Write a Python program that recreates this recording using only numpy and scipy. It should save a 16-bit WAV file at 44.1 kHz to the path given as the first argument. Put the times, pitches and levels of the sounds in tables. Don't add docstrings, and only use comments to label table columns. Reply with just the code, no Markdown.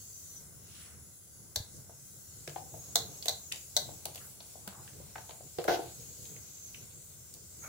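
import sys
import numpy as np
from scipy import signal
from scipy.fft import rfft, irfft, next_fast_len
from scipy.io import wavfile
from scipy.ndimage import uniform_filter1d, map_coordinates

SR = 44100
rng = np.random.default_rng(int(sys.argv[2]) if len(sys.argv) > 2 else 0)


def store_wav(level_fs):
    pcm = np.round(np.clip(np.atleast_2d(level_fs), -1, 1) * 32767)
    wavfile.write(sys.argv[1], SR, pcm.T.astype(np.int16))


N = 338688
TOP_HZ = 15800
RING_T = np.arange(SR // 3) / SR

# (time [s], level [dB], pitch [Hz])
BUMP_HITS = [(1.894, -51.5, 716), (2.475, -43, 450), (2.56, -36.5, 805), (2.741, -45, 590),
             (3.257, -43.5, 574), (3.887, -45.5, 597), (4.055, -42, 663), (4.157, -52, 706),
             (4.404, -53, 810), (4.555, -51, 720), (4.675, -47, 750), (5.0, -51.5, 570),
             (5.156, -44.5, 810), (5.182, -47.5, 860), (5.293, -48, 830), (5.309, -51, 700),
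             (5.406, -51.5, 656), (5.585, -30, 460), (5.648, -36, 533), (5.68, -29, 1534), (5.73, -30, 474),
             (5.792, -36, 395)]
# (time [s], level [dB], low edge [Hz], high edge [Hz])
SMACK_HITS = [(2.476, -42.5, 1380, 6670), (2.56, -52, 1090, 2620), (3.257, -36.5, 2800, 15000),
              (3.5221, -34.5, 2600, 9000), (4.0543, -35, 3540, 15300), (4.147, -49, 3480, 13000),
              (4.157, -44, 3000, 13000), (4.676, -42, 2400, 15500), (4.876, -54, 1500, 3200),
              (5.157, -48.5, 1200, 2200), (5.181, -53, 1190, 3800), (5.308, -51.5, 1090, 4500),
              (5.585, -45, 1090, 4600), (5.641, -43.5, 1500, 12000), (6.254, -52, 3500, 5500),
              (7.339, -47, 4570, 15000)]
# (frequency [Hz], density [dB])
THUD_SPECTRUM = [(80, -32), (250, -6.5), (450, 1), (650, 1), (900, -4), (1150, -8), (2500, -31),
                 (6000, -31.5)]


def amp(db):
    return 10 ** (np.asarray(db) / 20)


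def unit(x):
    return x / np.sqrt(np.mean(x ** 2) + 1e-20)


def struck(x):
    return x / np.sqrt(np.mean(x[..., :SR // 100] ** 2) + 1e-20)


def since(s):
    return np.maximum(np.arange(N) / SR - s, 0)


def along(points, hz):
    knots_hz, values = np.transpose(points)
    return np.interp(np.log(hz + 1), np.log(knots_hz), values)


def curves(rows):
    s, *columns = np.transpose(rows)
    return [np.interp(since(0), s, column) for column in columns]


def wobble(rate_hz):
    knots = rng.standard_normal(int(N * rate_hz / SR) + 4)
    return map_coordinates(knots, [np.arange(N) * rate_hz / SR])


def add(track, s, sound):
    part = track[:, max(round(s * SR), 0):][:, :sound.shape[1]]
    part += sound[:, :part.shape[1]]


def band(low_hz, high_hz, tilt_db, skirt_db):
    return [(low_hz / 4, -2 * skirt_db), (low_hz, 0),
            (high_hz, tilt_db), (high_hz * 4, tilt_db - 2 * skirt_db)]


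def colour(pair, spectrum):
    # (frequency [Hz], correlation [-])
    likeness = [(30, .4), (100, .75), (250, .6), (700, .35), (1500, .4), (3000, 0), (15000, -.05)]
    n = pair.shape[1]
    m = 2 * next_fast_len(n // 2 + 2048)
    hz = np.fft.rfftfreq(m, 1 / SR)
    cepstrum = irfft(np.log(amp(along(spectrum, hz))))
    cepstrum[1:m // 2] *= 2
    cepstrum[m // 2 + 1:] = 0
    shaped = rfft(pair, m) * np.exp(rfft(cepstrum))
    turn = np.arccos(np.clip(along(likeness, hz), -1, 1)) / 2
    mid, side = irfft(shaped * [np.cos(turn), np.sin(turn)])[:, :n]
    return np.array([mid + side, mid - side])


def noise(spectrum, envelope=1):
    return unit(colour(envelope * rng.standard_normal((2, N)), spectrum))


def attack(rise_s):
    return 1 - np.exp(-RING_T / rise_s)


def burst(spectrum, t60_s, rise_s):
    envelope = amp(-60 * RING_T / t60_s) * attack(rise_s)
    return struck(colour(envelope * rng.standard_normal((2, len(RING_T))), spectrum))


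def patchy(x, depth_db=3.0):
    bins = signal.stft(x, nperseg=1024)[2]
    field = uniform_filter1d(rng.standard_normal(bins.shape[1:]), size=4, axis=0)
    field = uniform_filter1d(field, size=12, axis=1)
    return unit(signal.istft(bins * amp(depth_db * unit(field)), nperseg=1024)[1][:, :N])


def rumble(level_db=-59.0, drift_db=1.2):
    # (frequency [Hz], density [dB])
    spectrum = [(20, -25), (50, -17.5), (75, -1), (115, -4.5), (200, -11.5), (270, -19), (450, -19.5),
                (950, -29.5), (1300, -28.5), (1540, -24), (1750, -37), (2060, -27.5), (2300, -38),
                (3000, -49), (6000, -65)]
    return amp(level_db + drift_db * wobble(5)) * noise(spectrum)


def registers(hop_s=0.055, swell_s=0.0089, fade_db_per_s=5.5):
    # (time [s], pitch [Hz], glide [Hz/s], level [dB])
    hops = [(0, 6370, -1050, -56), (.43, 9200, 2997.5, -61.5), (.68, 9850, -1200, -60),
            (.96, 10110, -700, -59), (1.8, 9480, -700, -62), (2.67, 6690, -400, -57),
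            (2.77, 6610, -40, -51.5), (3.12, 6500, -51, -54), (3.33, 6680, 197.5, -57),
            (3.7, 7620, 1301, -65), (4.02, 9160, -260, -60.5), (5.92, 6600, -200, -55),
            (6.4, 6330, -100, -54), (6.71, 5990, -100, -57), (6.84, 8630, -48.5, -60.5),
            (7.58, 6670, -1400, -52)]
    start_s, hz, glide, db = np.transpose(hops)
    t = since(0)
    k = np.maximum(np.searchsorted(start_s, t, "right") - 1, 0)
    age_s = np.maximum(t - start_s[k], 0)
    pitch_hz = hz[k] + glide[k] * age_s
    level_db = db[k] - fade_db_per_s * age_s - 10 * np.exp(-age_s / swell_s)
    return uniform_filter1d(np.array([pitch_hz, level_db]), int(hop_s * SR) + 1, axis=1)


def whistle(hz, db, width_hz, airy_hz=8300, wander=0.0039, falter_db=1.5):
    def partial(k, rate_hz):
        sides = [wobble(rate_hz) * np.cos(k * phase) + wobble(rate_hz) * np.sin(k * phase)
                 for _ in range(2)]
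        return unit(np.array(sides))

    airy = (hz / airy_hz) ** 3
    unrest = np.minimum(airy, 1)
    detune = wander * unrest * (wobble(22) + wobble(7)) / np.sqrt(2)
    phase = 2 * np.pi * np.cumsum(hz * (1 + detune)) / SR
    octave = amp(-12) * (2 * hz < TOP_HZ) * partial(2, 1.3 * width_hz)
    gain = amp(db + falter_db * (wobble(16) + unrest * wobble(5)))
    tone = (partial(1, width_hz) + airy * partial(1, 8 * width_hz)) / np.hypot(1, airy)
    return gain * (tone + octave)


def steam():
    # (time [s], level [dB])
    flow = [(.37, -53), (.52, -57.5), (1.2, -58.5), (1.9, -57.5), (2.05, -55.5), (2.6, -53.5), (3.95, -52),
            (4.1, -56), (5.5, -54.5), (5.85, -52), (6.75, -53), (6.9, -55), (7.52, -56.5), (7.62, -52.5)]
    # (frequency [Hz], density [dB])
    hiss_spectrum = [(1500, -34.5), (3000, -20), (5000, -11), (6300, -4), (7100, -1), (7900, -1.5),
                     (8600, -14.5), (10000, -21), (15000, -48)]
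    # (frequency [Hz], density [dB])
    fizz_spectrum = [(6000, -17.5), (9000, -2), (10500, 3.5), (11300, 4.5), (12200, 0), (14000, 0.5),
                     (15400, 7), (16000, -3.5)]
    # (time [s], pitch [Hz], level [dB])
    overblow = [(0, 10820, -63.5), (2.6, 10700, -65.5), (3.4, 10730, -62), (3.9, 10400, -69),
                (4.3, 10550, -67), (6.1, 9880, -71), (6.5, 9880, -80)]
    hiss_db, = curves(flow)
    fizz_db = -56 + 0.94 * (hiss_db - hiss_db.mean())
    flutter_db = .4 * wobble(12)
    hiss = amp(hiss_db + flutter_db) * patchy(noise(hiss_spectrum))
    fizz = amp(fizz_db + flutter_db) * patchy(noise(fizz_spectrum))
    tones = whistle(*registers(), width_hz=95) + whistle(*curves(overblow), width_hz=70)
    return (hiss + fizz + tones) * amp([[.85], [-.85]])


def swishes(rough_db=1.0):
    # (centre [s], width [s], low edge [Hz], high edge [Hz], level [dB])
    strokes = [(0.787, 0.17, 2740, 7140, -57), (0.846, 0.18, 1300, 2400, -64.5),
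               (1.76, 0.1, 6400, 8100, -55.5), (4.23, 0.067, 1400, 1670, -61),
               (4.257, 0.12, 11000, 15000, -52.5), (4.766, 0.14, 830, 1250, -58)]
    out = np.zeros((2, N))
    for s, width_s, low_hz, high_hz, db in strokes:
        swell = amp(db) * np.exp(-2 * ((since(0) - s) / width_s) ** 2)
        spectrum = band(low_hz, high_hz, tilt_db=-3.0, skirt_db=22)
        out += swell * noise(spectrum, amp(rough_db * wobble(200)))
    return out


def slither(level_db=-21.5, rise_s=0.031, t60_s=0.16):
    power = np.zeros((1, N))
    t = np.arange(SR // 2) / SR
    envelope = (1 - np.exp(-t / rise_s)) * amp(-60 * t / t60_s)
    for s, db, *_ in BUMP_HITS + SMACK_HITS:
        add(power, s, (amp(db) * envelope[None] / envelope.max()) ** 2)
    return amp(level_db) * np.sqrt(power[0])


def rubbing(spread_db_per_s=2.5, smear_db=-4):
    # (time [s], level [dB])
    effort = [(1.2, -73.5), (1.78, -63.5), (2.0, -77), (2.49, -69.5), (2.65, -61), (3.15, -57),
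              (3.61, -66.5), (3.85, -59), (4.4, -61.5), (5.62, -64), (5.89, -58), (5.99, -63), (6.89, -66),
              (7.55, -71.5)]
    # (frequency [Hz], density [dB])
    paste_spectrum = [(700, 5), (1500, -4.5), (2200, 12), (3000, 11), (4500, 16.5), (7000, -32),
                      (15000, -18)]
    # (frequency [Hz], density [dB])
    knead_spectrum = [(50, -19.5), (130, 4.0), (220, -11.0), (500, -10.5), (2000, -76.0)]
    effort_db, = curves(effort)
    effort_db -= effort_db.mean()
    elapsed_s = since(effort[0][0])
    sliding, clumps = slither(), wobble(25)
    grains = amp(0.93 * wobble(1100) + 2 * clumps)
    drag_gain = np.hypot(amp(-77 + 1.57 * effort_db), sliding)
    drag = drag_gain * noise(THUD_SPECTRUM, amp(2.5 * np.tanh(clumps)))
    spread_db = spread_db_per_s * (elapsed_s - elapsed_s.mean())
    paste_gain = np.hypot(amp(-75.5 + 1.3 * effort_db + spread_db), amp(smear_db) * sliding)
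    paste = paste_gain * noise(paste_spectrum, grains)
    knead = amp(-62 + 0.7 * effort_db) * noise(knead_spectrum, amp(9.9 * np.tanh(wobble(19))))
    fade_in = np.minimum(10 * elapsed_s, 1)
    return fade_in * (drag + paste + knead)


def bangle_ring(ping_hz, damping, favour_db=4, favour_width_hz=130):
    # (frequency [Hz], level [dB], t60 before damping [s])
    mode_table = [(3560, -5, .022), (3680, -7, .025), (3798, -3, .03), (3953, -1, .042), (4113, -1, .036),
                  (4263, -2, .038), (4540, -3, .034), (5790, -9, .034), (6013, -7, .036), (6380, -5, .032),
                  (6720, -8, .028), (7800, -9, .034)]
    hz, db, t60_s = np.transpose(mode_table)[:, :, None]
    boost_db = favour_db / (1 + ((hz - ping_hz) / favour_width_hz) ** 2)
    gain = amp(db + boost_db + rng.normal(0, 1.5, (2, *hz.shape)))
    phase = rng.uniform(0, 2 * np.pi, gain.shape)
    modes = gain * amp(-60 * RING_T * damping / t60_s) * np.sin(2 * np.pi * hz * RING_T + phase)
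    return struck(modes.sum(1) * attack(0.0011))


def bowl_modes(damping, focus_hz, focus_db_per_oct):
    # (frequency [Hz], level [dB], t60 before damping [s])
    mode_table = [(348, -1, .25), (385, -8, .12), (425, -9, .1), (464, 0, .22), (533, -3, .12),
                  (603, -3, .17), (695, 1, .18), (780, -3, .2), (821, -8, .2), (861, -9, .17),
                  (903, -8, .2), (1281, -13, .12), (1429, -12, .12), (1534, -4, .13), (1670, -15, .11),
                  (2040, -14, .1)]
    hz, db, t60_s = np.transpose(mode_table)[:, :, None]
    gain = amp(db + rng.normal(0, 1.5, hz.shape) - focus_db_per_oct * abs(np.log2(hz / focus_hz)))
    phase = rng.uniform(0, 2 * np.pi, hz.shape) + rng.normal(0, .6, (2, *hz.shape))
    return gain * amp(-60 * RING_T * damping / t60_s) * np.sin(2 * np.pi * hz * RING_T + phase)


def bowl_ring(damping, focus_hz, focus_db_per_oct):
    return struck(bowl_modes(damping, focus_hz, focus_db_per_oct).sum(1) * attack(0.00026))


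def clacks():
    # (time [s], level [dB], rebound delay [s], rebound loss [dB], ping [Hz],
    # crack hardness [dB], wrist damping [-], left minus right [dB])
    hits = [(1.5592, -30.5, .0028, 9, 4550, 2, .5, 0), (2.9565, -21, .009, 12, 4120, 0.5, 1.2, -2),
            (3.2825, -24.5, .0105, 6, 4040, -2, 1.2, -1), (3.766, -22, .0065, 5, 3900, -2, 1.5, 3.5)]
    # (frequency [Hz], density [dB])
    crack_spectrum = [(200, -66), (700, -3), (1150, -11.5), (2800, -16), (3600, 4.5), (4500, 0),
                      (5200, -2.5), (6300, 3.5), (8000, -2), (8800, -8), (11000, -5), (15500, -4.5)]
    out = np.zeros((2, N))
    for s, db, flight_s, loss_db, ping_hz, hard_db, damping, pan_db in hits:
        pan = amp([[pan_db / 2], [-pan_db / 2]])
        for at_s, hit_db in ((s, db), (s + flight_s, db - loss_db)):
            ping = amp(-2.5) * bangle_ring(ping_hz, damping)
            crack = amp(hard_db - 1.5) * burst(crack_spectrum, t60_s=0.017, rise_s=0.0013)
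            body = amp(-16) * bowl_ring(damping=2.0, focus_hz=637, focus_db_per_oct=26)
            wall = amp(-24) * bowl_ring(damping=2.0, focus_hz=2100, focus_db_per_oct=32)
            add(out, at_s - .0005, amp(hit_db) * pan * (ping + crack + body + wall))
    return out


def presses():
    # (time [s], pitch [Hz], level [dB], t60 [s])
    thumps = [(1.57, 88, -38, 0.16), (1.602, 95.7, -32, 0.075), (2.482, 146.5, -42.5, 0.34),
              (4.676, 195, -40.5, 0.1), (5.585, 161, -39.5, 0.099), (5.682, 172, -37.5, 0.11)]
    out = np.zeros((2, N))
    for s, hz, db, t60_s in thumps:
        thump = amp(db - 60 * RING_T / t60_s) * np.sin(2 * np.pi * hz * RING_T) * attack(0.001)
        add(out, s, np.array([thump, thump]))
    return out


def bumps():
    out = np.zeros((2, N))
    for s, db, hz in BUMP_HITS:
        spectrum = band(0.79 * hz, 1.05 * hz, tilt_db=5.5, skirt_db=23.0)
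        knock = burst(spectrum, t60_s=0.028, rise_s=0.00082)
        ring = bowl_ring(damping=2.65, focus_hz=hz, focus_db_per_oct=10)
        add(out, s, amp(db - 5) * (knock + ring))
    return out


def smacks(threads=4, mean_lag_s=.014, thread_db=-15):
    out = np.zeros((2, N))
    for s, db, low_hz, high_hz in SMACK_HITS:
        tear = band(low_hz, high_hz, tilt_db=-0.5, skirt_db=15)
        add(out, s, amp(db) * burst(tear, t60_s=0.019, rise_s=0.00037))
        for lag_s, scatter_db in zip(rng.exponential(mean_lag_s, threads), rng.normal(0, 2, threads)):
            snap = burst(tear, t60_s=.006, rise_s=.0002)
            add(out, s + lag_s, amp(db + thread_db + scatter_db) * snap)
    return out


def pops(t60_cycles=30):
    # (time [s], level [dB], pitch [Hz])
    pockets = [(3.225, -42.5, 4300), (3.518, -40, 2700), (4.176, -52, 2780), (4.404, -49.5, 4060),
               (4.676, -47.5, 1505), (5.155, -48.5, 1510), (5.293, -53.5, 3380), (5.641, -51, 1510),
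               (6.364, -57, 2200), (6.745, -47, 2650)]
    out = np.zeros((2, N))
    for s, db, hz in pockets:
        spray = burst(band(hz / 1.15, hz * 1.15, tilt_db=0, skirt_db=20), t60_s=.03, rise_s=.0015)
        phase = 2 * np.pi * hz * RING_T + rng.normal(0, 1, (2, 1))
        tone = struck(np.sin(phase) * amp(-60 * RING_T * hz / t60_cycles) * attack(2 / hz))
        add(out, s, amp(db) * (tone / 2 + amp(-2) * spray))
    return out


def skid(start_s=5.677, length_s=0.26, slip_hz=170, fall_db_per_s=245):
    out, kicks = np.zeros((2, N)), np.zeros(len(RING_T))
    slips_s = np.arange(0, length_s, 1 / slip_hz)
    slips_s += rng.random(len(slips_s)) / slip_hz
    sizes = amp(-24.5 - fall_db_per_s * slips_s)
    for s, size in zip(slips_s, sizes):
        add(out, start_s + s, size * amp(-9) * burst(THUD_SPECTRUM, t60_s=0.0084, rise_s=0.00055))
    kicks[np.round(slips_s * SR).astype(int)] = sizes
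    modes = bowl_modes(damping=1.7, focus_hz=500, focus_db_per_oct=0)
    driven = signal.fftconvolve(modes, kicks[None, None], axes=2)
    driven *= np.linalg.norm(modes, axis=2, keepdims=True) / np.linalg.norm(driven, axis=2, keepdims=True)
    add(out, start_s, amp(-5) * np.linalg.norm(sizes) * driven.sum(1))
    return out + grit(start_s)


def grit(start_s, level_db=-38.5, rise_s=0.0014, hold_s=0.073, fall_db_per_s=700):
    # (frequency [Hz], density [dB])
    spectrum = [(300, -6), (1500, -8), (2300, -4.5), (2900, -0.5), (4000, -1.5), (6000, -1.5), (8000, -18),
                (15500, -9.5)]
    onset = 1 - np.exp(-since(start_s) / rise_s)
    gain = amp(level_db - fall_db_per_s * since(start_s + hold_s))
    return onset * gain * noise(spectrum, amp(0.8 * wobble(500)))


def rasp(start_s=7.615, rise_s=0.033, level_db=-51):
    # (frequency [Hz], density [dB])
    spectrum = [(300, -8), (700, -3), (1000, -8), (1400, 3), (1850, -10), (2200, -2), (3000, -22),
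                (6000, -21), (12000, -43)]
    onset = np.minimum(since(start_s) / rise_s, 1)
    return amp(level_db) * onset * noise(spectrum, amp(1.3 * wobble(300)))


def kitchen(x, gap_s=.006, wet_db=-7.5):
    # (frequency [Hz], t60 [s])
    decay = [(100, 0.71), (400, 0.3), (1000, 0.34), (4000, 0.27), (8000, 0.25), (15000, 0.24)]
    hz, t, bins = signal.stft(rng.standard_normal((2, SR // 2)), SR, nperseg=256)
    tail = signal.istft(bins * amp(-60 * t / along(decay, hz)[:, None]), SR, nperseg=256)[1]
    tail = colour(tail, [(100, -3.5), (700, 2.5), (4000, 0.5), (14000, -2.5)])
    tail = np.pad(tail / np.linalg.norm(tail[0]), ((0, 0), (round(gap_s * SR), 0)))
    return amp(wet_db) * signal.fftconvolve(x, tail, axes=1)[:, :N]


def radiate(x):
    # (frequency [Hz], left minus right [dB])
    balance = [(150, 0), (340, -7), (470, -2), (630, 6), (850, 5), (1300, -2), (2400, 1), (4000, -.5),
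               (15000, .7)]
    m = next_fast_len(N + SR // 2)
    lean_db = along(balance, np.fft.rfftfreq(m, 1 / SR)) / 2
    return irfft(rfft(x, m) * amp([lean_db, -lean_db]), m)[:, :N]


def scene():
    hard = clacks()
    soft = bumps() + smacks() + pops() + skid()
    contacts = radiate(hard + soft + kitchen(hard) + kitchen(soft))
    return contacts + presses() + rubbing() + swishes() + rasp() + rumble() + steam()


def record(dry):
    m = next_fast_len(N + SR // 2)
    passband = np.fft.rfftfreq(m, 1 / SR) < TOP_HZ
    return irfft(rfft(dry, m) * passband, m)[:, :N]


dry = scene()
out = record(dry)
store_wav(out)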